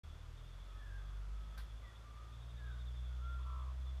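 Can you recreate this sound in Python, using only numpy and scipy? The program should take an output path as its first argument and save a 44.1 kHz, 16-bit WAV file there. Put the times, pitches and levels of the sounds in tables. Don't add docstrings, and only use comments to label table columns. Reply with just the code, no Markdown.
import sys
import numpy as np
from scipy import signal
from scipy.fft import rfft, irfft
from scipy.io import wavfile
from scipy.ndimage import uniform_filter1d

SR = 44100
rng = np.random.default_rng(int(sys.argv[2]) if len(sys.argv) > 2 else 0)


def to_wav(sig):
    pcm = np.clip(np.atleast_2d(sig), -1, 1) * 32767
    pcm = np.round(pcm).astype(np.int16)
    wavfile.write(sys.argv[1], SR, pcm.T)


N = 176400
T = np.arange(N) / SR


def from_db(db):
    return 10 ** (np.asarray(db) / 20)


def unit_rms(x):
    return x / np.sqrt(np.mean(x ** 2) + 1e-30)


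def curve(rows):
    return np.interp(T, *np.transpose(rows))


def drift(rate_hz):
    r = np.exp(-2 * np.pi * rate_hz / SR)
    return unit_rms(signal.lfilter([1], [1, -2 * r, r * r], rng.standard_normal(2 * N))[N:])


def noise(colour):
    hz, db = np.transpose(colour)
    bins = np.maximum(np.fft.rfftfreq(N, 1 / SR), 1)
    eq = from_db(np.interp(np.log(bins), np.log(hz), db))
    return unit_rms(irfft(rfft(rng.standard_normal(N)) * eq, N))


def tone(hz):
    return np.sqrt(2) * np.sin(2 * np.pi * np.cumsum(hz) / SR)


# frequency in Hz, relative level in dB.
AIR_COLOUR = [(20,-18),(35,14.5),(60,23.5),(100,13.5),(150,8),(220,2.5),(330,0.5),(500,0),(620,1),(800,-2.5),(1080,1),(1300,1.5),(1600,-3),(2000,-6),(3000,-8),(4000,-11),(6400,-14.5),(8000,-18.5),(11000,-22.5),(14000,-26.5),(16000,-62)]
def air():
    return from_db(-59.5) * noise(AIR_COLOUR)


# time in seconds, firing rate in Hz.
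FIRING_RATE = [(0.05, 37.23), (0.25, 38.44), (0.43, 40.8), (0.64, 45.83), (1.11, 47.99), (1.52, 52.12),
               (2.14, 55.96), (2.5, 58.74), (3.0, 60.9), (3.58, 63.5), (4.0, 64.55)]
# time in seconds, level in dB.
HUM_1 = [(0,-58),(.2,-54),(.55,-51.5),(1,-46.5),(1.33,-43.5),(1.55,-49),(1.635,-45),(1.69,-52.5),(1.745,-44),(1.81,-53.5),(1.85,-48),(1.91,-58.5),(2.07,-56.5),(2.2,-51.5),(2.3,-52),(2.7,-46),(3.1,-43),(3.4,-42.5),(4,-42.5)]
HUM_2 = [(0,-49),(.2,-57),(.5,-59.5),(.7,-64),(.92,-55.5),(1.4,-66),(1.8,-64),(2.2,-62),(2.37,-57),(2.85,-56.5),(3.7,-60.5),(4,-60.5)]
HUM_3 = [(0,-62.5),(.48,-62),(.72,-83),(1.02,-66),(1.68,-69.5),(1.85,-88),(2.2,-89),(2.45,-71),(3.15,-73.5),(3.4,-91),(4,-86)]
HUM_4 = [(0,-69),(.5,-87.5),(1.5,-77.5),(2,-91),(4,-111.5)]
HUM_10 = [(0,-101),(1.8,-83.5),(3.4,-85.5),(3.55,-75.5),(4,-80)]
def engine(firing_hz):
    rides = {1: HUM_1, 2: HUM_2, 3: HUM_3, 4: HUM_4, 10: HUM_10}
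    waver_db, hum = .3, np.zeros(N)
    for harmonic, ride in rides.items():
        hum += from_db(curve(ride) + waver_db * drift(6)) * tone(harmonic * firing_hz)
    return hum


# time in seconds, level in dB.
CHORUS_LEVEL = [(0,-72.5),(.17,-73.5),(.33,-83),(.39,-74.5),(.65,-73.5),(.95,-75),(1.14,-73.5),(1.2,-80),(1.32,-83),(1.38,-74.5),(1.98,-73.5),(2.04,-82),(2.25,-76),(2.4,-75),(3.05,-72.5),(3.55,-72.5),(3.75,-79),(3.86,-73),(4,-74)]
def insect_chorus():
    centre_hz, width_hz, pulses_per_s, throb_db = 3415, 263, 11.5, 1.5
    edges_hz = [centre_hz - width_hz / 2, centre_hz + width_hz / 2]
    band = signal.butter(2, edges_hz, "band", fs=SR, output="sos")
    blur = unit_rms(signal.sosfilt(band, rng.standard_normal(N)))
    throb = tone(pulses_per_s * (1 + .096 * drift(2.4)))
    return blur * from_db(curve(CHORUS_LEVEL) + throb_db * throb)


# time of the peak in seconds, pitch in Hz, level in dB.
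INSECT_CHIRPS = [(.391,3650,-74),(.485,3583,-74),(1.97,3563,-71.5),(2.349,3620,-71.5),(2.429,3650,-71.5),(2.508,3660,-72),(2.59,3690,-70),(2.666,3650,-74),(2.735,3660,-70),(2.808,3637,-68),(2.878,3555,-67.5),(2.973,3520,-68.5),(3.06,3473,-68.5),(3.294,3470,-71.5),(3.88,3492,-68.5)]
def near_insect():
    width_s, fall_hz_per_s = .015, 3200
    wobble_hz, chirps = 45 * drift(78), np.zeros(N)
    for peak, hz, db in INSECT_CHIRPS:
        swell = np.exp(-.5 * ((T - peak) / width_s) ** 2)
        chirps += from_db(db) * swell * tone(hz + wobble_hz - fall_hz_per_s * (T - peak))
    return chirps + from_db(-8) * field_reverb(chirps)


def field_reverb(x, t60=.75):
    tail = rng.standard_normal(N) * np.exp(-np.log(1000) * T / t60)
    return signal.fftconvolve(x, tail / np.linalg.norm(tail))[:N]


# start in seconds, length in seconds, opening, middle and closing pitch in Hz,
# level in dB, roughness from 0 to 1.
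BIRD_WHISTLES = [(0.631,0.21,1300,1288,1260,-72,.4),(0.721,0.35,1830,1658,1534,-67,0.71),(0.965,0.22,1214,1234,1210,-73,0.48),(1.05,.27,1490,1408,1300,-75.5,0.78),(1.238,0.44,1298,1286,1289,-72,0.19),
                 (1.819,0.1,2070,1940,1825,-70,.5),(1.812,.09,1211,1210,1210,-71,.8),(1.889,0.17,1420,1380,1370,-73,0.3),(1.995,0.257,1180,1184,1196,-66.5,0.3),(2.138,0.14,1250,1260,1254,-70.5,0.21),(2.235,0.14,1193,1209,1197,-69.5,0.44),
                 (2.549,.24,1772,1594,1437,-65.5,.5),(2.559,0.27,1370,1280,1240,-74.5,.9),(3.04,0.17,1500,1431,1380,-73.5,.3),(3.165,0.053,1260,1246,1250,-67.5,0.15),(3.195,0.22,1340,1381,1368,-56,.05),(3.41,0.23,1325,1339,1284,-61,.12)]
def birds():
    attack, release = .29, .28
    wobble_hz = 55.6
    direct, send = np.zeros((2, N))
    for start, length, first, middle, last, db, rough in BIRD_WHISTLES:
        progress = np.clip((T - start) / length, 0, 1)
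        arc_hz = np.polyval(np.polyfit([0, .5, 1], [first, middle, last], 2), progress)
        swell = np.clip(np.minimum(progress / attack, (1 - progress) / release), 0, 1)
        call = from_db(db) * swell * tone(arc_hz + rough * wobble_hz * drift(91))
        direct += call
        send += np.sqrt(rough) * call
    return direct + field_reverb(send)


# frequency in Hz, relative level in dB.
TAP_EQ = [(400,-6),(1500,7),(2500,-5),(4300,2.5),(5600,-7),(7300,-16),(9000,-8),(13300,-9),(15000,-34)]
# pitch in Hz, level in dB, seconds to fall by 60 dB.
TAP_RINGS = [(1562,-54.5,0.12),(13700,-55,.005)]
def tap(start_s=1.5748):
    attack_s, scatter_t60, tick_delay_s = .006, .22, .003
    age = np.maximum(T - start_s, 0)
    envelope = np.minimum(age / attack_s, 1) * np.exp(-np.log(1000) * age / scatter_t60)
    sound = from_db(-54.5) * envelope * noise(TAP_EQ)
    for k, (hz, db, t60) in enumerate(TAP_RINGS):
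        ring_age = np.maximum(age - k * tick_delay_s, 0)
        decay = np.exp(-np.log(1000) * ring_age / t60)
        sound += from_db(db) * decay * np.sin(2 * np.pi * hz * ring_age)
    return sound


# pitch in Hz, relative level in dB, place in the cycle from 0 to 1.
SQUEAKS = [(1024,-3,0.06),(1098,-10,0.17),(1161,-2.5,0.41),(1260,-7,0.6)]
# start in seconds, end in seconds, level in dB.
BUZZ_BURSTS = [(3.38,3.432,-63),(3.443,3.66,-59.5),(3.644,3.732,-61.5),(3.838,3.907,-68.5)]
def window_buzz(firing_hz):
    sharpness, uneven_db, wobble_hz, ramp_s = 1.2, 1, 3, .022
    cycles = np.cumsum(firing_hz) / SR
    buzz, gate = np.zeros((2, N))
    for hz, db, place in SQUEAKS:
        rub = np.exp(sharpness * np.cos(2 * np.pi * (cycles - place)))
        buzz += rub * from_db(db + uneven_db * drift(30)) * tone(hz + wobble_hz * drift(17.7))
    buzz /= np.sqrt(uniform_filter1d(buzz ** 2, size=2100) + 1e-12)
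    for start, end, db in BUZZ_BURSTS:
        gate += from_db(db) * np.clip(np.minimum(T - start, end - T) / ramp_s, 0, 1)
    return buzz * gate


def scene():
    firing_hz = curve(FIRING_RATE)
    outdoors = air() + engine(firing_hz) + insect_chorus() + near_insect() + birds()
    return (outdoors + tap() + window_buzz(firing_hz))[None]


def record(dry):
    silence_s, fade_s, cutoff_hz = .033, .005, 14700
    fade = np.clip(np.minimum(T - silence_s, T[-1] - T) / fade_s, 0, 1)
    low_pass = signal.ellip(10, .1, 70, cutoff_hz, fs=SR, output="sos")
    return signal.sosfilt(low_pass, dry * fade)


dry = scene()
out = record(dry)
to_wav(out)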